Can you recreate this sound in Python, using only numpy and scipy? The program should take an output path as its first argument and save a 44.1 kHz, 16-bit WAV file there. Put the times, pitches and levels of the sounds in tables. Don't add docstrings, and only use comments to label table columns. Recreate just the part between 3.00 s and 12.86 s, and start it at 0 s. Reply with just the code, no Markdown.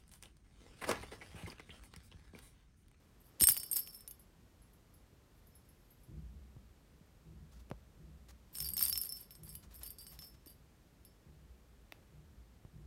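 import sys
import numpy as np
from scipy import signal
from scipy.fft import rfft, irfft, next_fast_len
from scipy.io import wavfile
from scipy.ndimage import uniform_filter1d

SR = 44100
rng = np.random.default_rng(int(sys.argv[2]) if len(sys.argv) > 2 else 0)


def file_out(sig):
    cols = np.atleast_2d(sig).T
    lim = np.clip(cols, -1, 1)
    pcm = np.round(lim * 32767).astype(np.int16)
    wavfile.write(sys.argv[1], SR, pcm)


N = 434826
T = np.arange(N) / SR
GRABBED_S = 5.4
REST_DB = -88


# (time [s], clash [dB], 8 kHz partials [dB], upper note [dB], lower note [dB], plastic click [dB])
STRIKES = [(.402, -37, -41, -43, -52, -41), (.41, -11.5, -35, -43, -40, -29.5),
           (.4206, -12.5, -19, -28.5, -55, -41), (.4316, -14, -18, -46, -49, -33),
           (.4387, -11, -16.5, -34, -59, -25), (.4706, -8, -11, -33.5, -33.5, -37),
           (.4873, -8, -19, -43, -53, -24.5), (.4967, -12, -36, -35, -52, -39),
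           (.5191, -15, -45, -53, -51, -53), (.5667, -28, -31.5, -59, -53, -38),
           (.5746, -21.5, -52, -41, -45, -43), (.5988, -30, -39, -44, -54, -47),
           (.633, -34, -36.5, -51, -53, -42.5), (.714, -22, -23.5, -63, -53, -61),
           (.73, -19, -26, -44.5, -58, -54), (.7592, -18.5, -40, -34, -53, -45),
           (.767, -16.5, -36, -39, -46.5, -62), (.791, -19.5, -51, -49, -53, -63),
           (.874, -37, -66, -51.5, -70, -47), (.946, -39, -62, -51, -75, -66),
           (1.0065, -45, -53, -59, -75, -59), (1.0768, -33.5, -61, -79, -74, -47),
           (1.1103, -35, -61, -69, -75, -52.5), (1.1949, -50, -72, -80, -85.5, -70.5),
           (1.6196, -59.5, -83, -85.5, -87, -77.5), (1.733, -59, -81.5, -88, -84, -77),
           (1.94, -56, -87.5, -80, -79, -75), (2.4703, -56, -81, -85, -90, -78),
           (2.5536, -50.5, -80, -76.5, -86.5, -69.5), (2.6887, -55.5, -78.5, -78, -87, -76),
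           (2.906, -54.5, -85.5, -85, -81, -78.5), (3.0344, -58.5, -80, -82.5, -83, -78),
           (5.5536, -37, -52, -47.5, -60, -46), (5.5847, -31, -35, -46, -69, -41),
           (5.6032, -23, -39, -36, -68, -38.5), (5.645, -29, -55, -46, -39, -75),
           (5.688, -20, -45, -64, -43, -72), (5.7355, -23, -31.5, -54, -50, -68),
           (5.7675, -19, -41, -51, -60, -39), (5.7783, -21, -46, -35.5, -57, -37.5),
           (5.7924, -18, -34, -35, -41, -36), (5.8105, -20, -42, -32, -46, -32.5),
           (5.8262, -11.5, -30, -44, -40, -42), (5.8375, -29, -25.5, -43, -38, -38),
           (5.8515, -18.5, -31, -45, -44, -47), (5.8824, -20, -44, -52, -45, -62),
           (5.897, -15.5, -49, -54, -40, -58), (5.9269, -20, -47, -31.5, -57, -35),
           (5.9564, -33, -57, -38, -68, -36), (5.9762, -17.5, -42, -37, -51, -41),
           (6.0145, -17.5, -57, -56, -48, -51), (6.0355, -26, -48, -56, -66, -43),
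           (6.092, -27, -55, -41.5, -63, -66), (6.123, -26, -62, -41, -69, -61),
           (6.3075, -39.5, -60, -58, -73, -53), (6.3529, -49, -51.5, -76, -81, -52.5),
           (6.4338, -39, -55, -71, -81, -62), (6.4911, -40, -45, -56, -68, -67),
           (6.5525, -30, -58, -72, -60, -52), (6.755, -43, -69, -64, -73, -63),
           (6.833, -29.5, -60, -55, -61, -47.5), (6.8628, -32, -59, -66, -54, -51),
           (6.9046, -32, -52, -61, -64, -74), (6.9848, -38, -50, -55, -48.5, -56),
           (7.0668, -44, -47, -56, -58, -49.5), (7.1901, -39, -74, -50, -70, -45),
           (7.222, -51, -69, -46, -57.5, -54), (7.4607, -46, -63.5, -64, -83, -59),
           (7.4723, -49, -54, -64, -58.5, -57), (8.05, -45.5, -69.5, -67.5, -70, -62)]
# (frequency [Hz], level [dB], t60 [s])
BELL_MODES = [(2972, 0, .22), (3510, -7, .25), (4696, 0, .4), (4716, -4, .3), (4808, -4, .35),
              (5324, 0, .5), (5350, -4, .3), (8386, -4, .12), (8690, -3, .05), (8735, -4, .07),
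              (8895, -1, .05), (9465, -10, .06), (10090, -5, .05), (10820, -9, .08), (11014, -2, .19),
              (11280, -6, .06), (11480, -7, .07), (11855, -7, .15), (12140, -5, .15), (12525, -6, .08),
              (12770, -2, .08), (12910, 0, .19), (13765, -4, .07), (13980, -6, .07), (14700, -10, .05)]
FAMILY_EDGES_HZ = [4000, 5000, 7000, 9300]
def bell(hits, gentle_db=-58, hard_db=-31, held_damping=1.15, detune=0.000799, max_samples=12000):
    hz, db, t60 = np.transpose(BELL_MODES)
    family = np.digitize(hz, FAMILY_EDGES_HZ)
    hits = sorted(hits)
    ends_s = [hit[0] for hit in hits[1:]] + [T[-1]]
    out, state = np.zeros(N), np.zeros(len(hz), complex)
    for (s, clash_db, partials_db, upper_db, lower_db, click_db), end_s in zip(hits, ends_s):
        softness = np.interp(clash_db, [gentle_db, hard_db], [1, 0])
        spot = undb(db + 5.5 * rng.standard_normal(len(hz)))
        mix = spot * t60 ** (0.68 * softness)
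        mix /= np.sqrt(np.bincount(family, mix ** 2))[family]
        shimmer_db = clash_db - 14 - 0.3 * (max(clash_db, gentle_db) + 30.5)
        deep_db = (click_db + lower_db) / 2 - 4 - 20 * rng.random()
        force = undb([deep_db, lower_db - 3, upper_db - 3, partials_db - 3, shimmer_db])[family]
        surviving = 0.46 ** max(1 - softness, 0.18)
        state = surviving * state + force * mix * rng.choice([-1, 1], len(hz))
        detuned_hz = hz * (1 + detune * rng.standard_normal(len(hz)))
        damping = 1 if s < GRABBED_S else held_damping
        step = np.exp((2j * np.pi * detuned_hz - np.log(1000) * damping / t60) / SR)
        n = np.clip(int(end_s * SR) - int(s * SR), 1, max_samples)
        ring = state * np.cumprod(np.broadcast_to(step, (n, len(hz))), axis=0)
        add(out, s, ring.imag.sum(axis=1))
        state = ring[-1]
    return out


# (frequency [Hz], level [dB])
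CLASH_SPECTRUM = [(6000, -15.5), (7700, -15), (8600, -5), (9400, -3.5), (10050, -0.5), (10500, -6.5),
                  (11300, 7.5), (12800, 4), (13300, -5.5), (13800, -2), (16000, -7)]
def clash(t60_s, count=9, size=1024):
    t = T[:size]
    hz = rng.uniform(6400, 15800, count)
    gain = undb(np.interp(hz, *np.transpose(CLASH_SPECTRUM))) * rng.standard_normal(count)
    partials = np.sin(2 * np.pi * (hz[:, None] * t + rng.random((count, 1))))
    return gain @ partials / np.linalg.norm(gain) * fade(t, t60_s)


# (frequency [Hz], level [dB])
PLASTIC_SPECTRUM = [(150, -18), (500, -8.5), (1200, -4.5), (2500, -0.5), (4000, 1.5), (6500, 4), (9000, -8),
                    (16000, -32.5)]
def contacts(hits, free_t60_s=0.028, held_t60_s=0.014, bounce_gap_s=(0.0011, 0.0036), bounce_db=-7):
    out = np.zeros(N)
    for s, clash_db, *_, click_db in hits:
        t60_s = free_t60_s if s < GRABBED_S else held_t60_s
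        first_db = clash_db - 7 + min(clash_db + 45, 0) / 2
        for bounce, lag_s in enumerate(np.cumsum([0, *rng.uniform(*bounce_gap_s, 2)])):
            add(out, s + lag_s, undb(first_db + bounce * bounce_db) * clash(t60_s))
        click = burst(0.0052, PLASTIC_SPECTRUM)
        rattle = undb(-17) * burst(0.0418, PLASTIC_SPECTRUM)
        add(out, s, undb(click_db + 6) * (click + rattle))
    return out


# (time [s], length [s], level [dB])
ROLLS = [(0.197, 0.1, -72.5), (0.395, 0.023, -35.5), (0.473, 0.037, -31), (0.543, .13, -52),
         (0.719, 0.083, -40.5), (0.857, .11, -58), (1.107, .03, -70), (2.32, 0.82, -83.5),
         (5.525, 0.057, -49), (5.598, 0.11, -44), (5.78, 0.093, -39.5), (5.881, 0.18, -47),
         (6.114, .11, -55.5), (6.31, 0.034, -63), (6.44, .11, -59), (6.732, 0.052, -60),
         (6.838, 0.064, -54.5), (6.98, 0.033, -52.5), (7.07, 0.048, -56.5), (7.2, 0.073, -61),
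         (7.468, .025, -59.5)]
def roll_envelope(attack_s=0.012, t60_s=0.16):
    power, t = np.zeros(N), T[:32768]
    for s, length_s, db in ROLLS:
        attack = np.minimum(t / attack_s, 1)
        release = fade(np.maximum(t - length_s, 0), t60_s)
        add(power, s, (undb(db) * attack * release) ** 2)
    return np.sqrt(power)


# (clash [dB], 8 kHz partials [dB], upper note [dB], lower note [dB], plastic click [dB])
HOP_DB = [3.5, -10.5, -10.5, -12, -12]
def hops(motion, per_s=50, scatter_db=5):
    count = int(T[-1] * per_s) - 1
    times_s = (np.arange(count) + rng.random(count)) / per_s
    roll_db = 20 * np.log10(np.interp(times_s, T, motion) + 1e-9)
    db = roll_db[:, None] + np.array(HOP_DB) + scatter_db * rng.standard_normal((count, len(HOP_DB)))
    return [tuple(row) for row in np.column_stack([times_s, db])[roll_db > REST_DB]]


def rolling(motion, skips_per_s=600, uneven_db=6, width_hz=110, wander_db=7):
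    skips = (rng.random(N) < skips_per_s / SR) * rng.standard_normal(N)
    skips *= undb(uneven_db * wander(90))
    ring = sum(undb(db + wander_db * wander(35)) * resonate(skips, hz, width_hz)
               for hz, db, _ in BELL_MODES if hz > FAMILY_EDGES_HZ[2])
    scrape = unit(colour(skips, [(3000, -41)] + list(CLASH_SPECTRUM)))
    plastic = unit(colour(skips, PLASTIC_SPECTRUM))
    steel = undb(-6) * unit(ring) + undb(-4) * pings(motion) + undb(-9) * scrape
    return motion * (steel + undb(-15) * plastic)


def pings(motion, per_s=450, t60_s=0.022, scatter_db=8):
    out, t = np.zeros(N), T[:1024]
    when, where, strength = rng.random((int(T[-1] * per_s), 3)).T
    pitches_hz = 7500 + 8300 * where
    levels_db = np.interp(pitches_hz, *np.transpose(CLASH_SPECTRUM)) + scatter_db * (2 * strength - 1)
    events = np.column_stack([when * T[-1], pitches_hz, levels_db])
    moving = motion > undb(REST_DB)
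    for s, hz, db in events[moving[(when * N).astype(int)]]:
        add(out, s, undb(db) * fade(t, t60_s) * np.sin(2 * np.pi * hz * t))
    return out / out[moving].std()


# (time [s], thud level [dB], thud pitch [Hz], tap level [dB])
BUMPS = [(0.413, -32.5, 176, -38), (0.419, -31.5, 295, -37), (0.431, -25, 68.4, -60),
         (0.501, -37.5, 130.7, -61.5), (3.565, -38.5, 120, -52), (4.011, -46, 161.7, -60),
         (4.714, -31, 122, -27.5), (4.714, -36.5, 508, -42), (7.345, -46.5, 121.2, -72),
         (7.466, -49, 300, -55.5), (9.65, -39, 102.6, -48)]
def bumps(thud_t60_s=0.038, tap_crest_s=0.00025):
    out, t = np.zeros(N), T[:8192]
    for s, thud_db, hz, tap_db in BUMPS:
        thud = np.sin(2 * np.pi * hz * t) * fade(t, thud_t60_s)
        add(out, s, undb(thud_db) * thud - undb(tap_db) * swell(t, tap_crest_s))
    return out


# (time [s], level [dB])
TICKS = [(4.7015, -44), (8.9225, -35)]
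# (frequency [Hz], level [dB])
TICK_SPECTRUM = [(100, -29), (300, 16), (600, 13.5), (1200, 3.5), (2600, 3), (5500, -5.5), (8000, -13.5),
                 (12000, -3.5), (16000, -19)]
def ticks(t60_s=0.0058, tail_t60_s=1.0, tail_db=-25):
    out = np.zeros(N)
    for s, db in TICKS:
        add(out, s, undb(db) * burst(t60_s, TICK_SPECTRUM))
        add(out, s, undb(db + tail_db) * burst(tail_t60_s, TICK_SPECTRUM, size=16384))
    return out


# (time [s], time to crest [s], level [dB])
BRUSHES = [(4.51, 0.02, -67.5), (4.551, 0.019, -71.5), (4.59, 0.011, -67), (5.282, 0.012, -60),
           (5.306, 0.0027, -60), (6.31, 0.011, -76), (6.35, 0.011, -81), (6.461, 0.014, -66.5),
           (6.621, 0.015, -63), (6.7, 0.02, -64.5), (6.8, 0.024, -59.5), (7.1, 0.031, -64),
           (7.2, 0.024, -65), (7.336, 0.0089, -67.5)]
def brushes(grain_db=5, size=8192):
    out = np.zeros(N)
    spectrum = [(200, -1), (1000, 1), (2500, -3), (5000, -2), (9000, -6.5), (16000, -11.5)]
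    for s, crest_s, db in BRUSHES:
        grains = rng.standard_normal(size) * undb(grain_db * rng.standard_normal(size))
        swish = unit(colour(grains, spectrum))
        add(out, s, undb(db) * swish * swell(T[:size], crest_s) ** 2)
    return out


# (frequency [Hz], level [dB])
RUSTLE_SPECTRUM = [(20, -30), (80, -7.5), (250, 1), (450, 3.5), (750, -10), (1100, -5.5), (2500, -18),
                   (4500, -15), (14000, -27.5)]
def rustle(motion, floor_db=-79):
    effort = np.abs(uniform_filter1d(motion, 13000)) ** 0.45
    gain = np.hypot(undb(floor_db), undb(-50) * effort)
    return gain * unit(colour(rng.standard_normal(N), RUSTLE_SPECTRUM))


# (time [s], level [dB])
RUMBLES = [(3.079, -55), (4.25, -59.5), (4.97, -61), (5.59, -59), (6.38, -60.5), (7.05, -67.5), (7.45, -77),
           (8.25, -65), (9.119, -63.5), (9.721, -59.5)]
# (frequency [Hz], width per filter pass [Hz], level [dB], time to crest [s])
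RUMBLE_MODES = [(59.4, 13, 4, 0.12), (65.7, 19.4, 1, 0.13), (110.5, 11, -3, 0.027),
                (152.6, 16.2, 1.5, 0.063), (203.2, 19.6, -9, 0.131), (336, 104, -9, 0.041)]
def rumbles(size=32768, run_in=6000):
    out = np.zeros(N)
    for s, db in RUMBLES:
        for hz, width_hz, mode_db, crest_s in RUMBLE_MODES:
            envelope = swell(T[:size], crest_s) ** 0.8
            noise = rng.standard_normal(size + run_in)
            band = resonate(resonate(noise, hz, width_hz), hz, width_hz)[run_in:]
            rms = undb(db + mode_db) * np.sqrt(np.mean(envelope ** 2))
            add(out, s, rms * unit(envelope * band))
    return out


# (frequency [Hz], relative density [dB])
HUSH_SPECTRUM = [(15, -35.5), (25, -7.5), (48, 1), (92, -5.5), (114, -7.5), (195, -11), (335, -17.5),
                 (384, -19), (863, -26), (2050, -30.5), (5000, -36), (9320, -38), (10400, -41.5),
                 (12500, -37.5), (16000, -46)]
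def hush(level_db=-63):
    return undb(level_db) * unit(colour(rng.standard_normal(N), HUSH_SPECTRUM))


def room(x, t60_s=0.16, wet_db=-18, predelay_s=0.004):
    t = T[:16384]
    tail = rng.standard_normal(len(t)) * fade(t, t60_s) * (t > predelay_s)
    return x + undb(wet_db) * signal.fftconvolve(x, tail / np.linalg.norm(tail))[:N]


def undb(db):
    return np.exp(np.asarray(db) / 20 * np.log(10))


def unit(x):
    return x / np.sqrt(np.mean(x ** 2))


def fade(t, t60_s):
    return np.exp(-np.log(1000) * t / t60_s)


def swell(t, crest_s):
    return t / crest_s * np.exp(1 - t / crest_s)


def wander(rate_hz):
    knots_s = np.arange(0, T[-1] + 1, 1 / rate_hz)
    return np.tanh(3 * np.interp(T, knots_s, rng.standard_normal(len(knots_s))))


def add(out, s, x):
    i = int(s * SR)
    out[i:i + len(x)] += x[:N - i]


def colour(x, spectrum):
    hz, db = np.transpose(spectrum)
    n = 2 * next_fast_len((len(x) + 1) // 2, True)
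    bins_hz = np.maximum(np.arange(n // 2 + 1) * SR / n, 1)
    gain = undb(np.interp(np.log(bins_hz), np.log(hz), db))
    cepstrum = irfft(np.log(gain))
    cepstrum[1:n // 2] *= 2
    cepstrum[n // 2 + 1:] = 0
    return irfft(rfft(x, n) * np.exp(rfft(cepstrum)), n)[:len(x)]


def resonate(x, hz, width_hz):
    return signal.lfilter(*signal.iirpeak(hz, hz / width_hz, fs=SR), x)


def burst(t60_s, spectrum, size=2048):
    x = colour(rng.standard_normal(size) * fade(T[:size], t60_s), spectrum)
    return x / np.abs(x).max()


def scene():
    motion = roll_envelope()
    background = rumbles() + hush() + rustle(motion)
    roll = rolling(motion)
    handling = bumps() + ticks() + brushes()
    hits = list(STRIKES) + hops(motion)
    return (room(bell(hits) + contacts(hits) + roll + handling) + background)[None]


def record(dry, low_cut_hz=36, top_hz=15800):
    thinned = signal.sosfilt(signal.butter(2, low_cut_hz, "high", fs=SR, output="sos"), dry)
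    return signal.sosfilt(signal.ellip(10, 0.2, 70, top_hz, fs=SR, output="sos"), thinned)


dry = scene()
out = record(dry)
file_out(out)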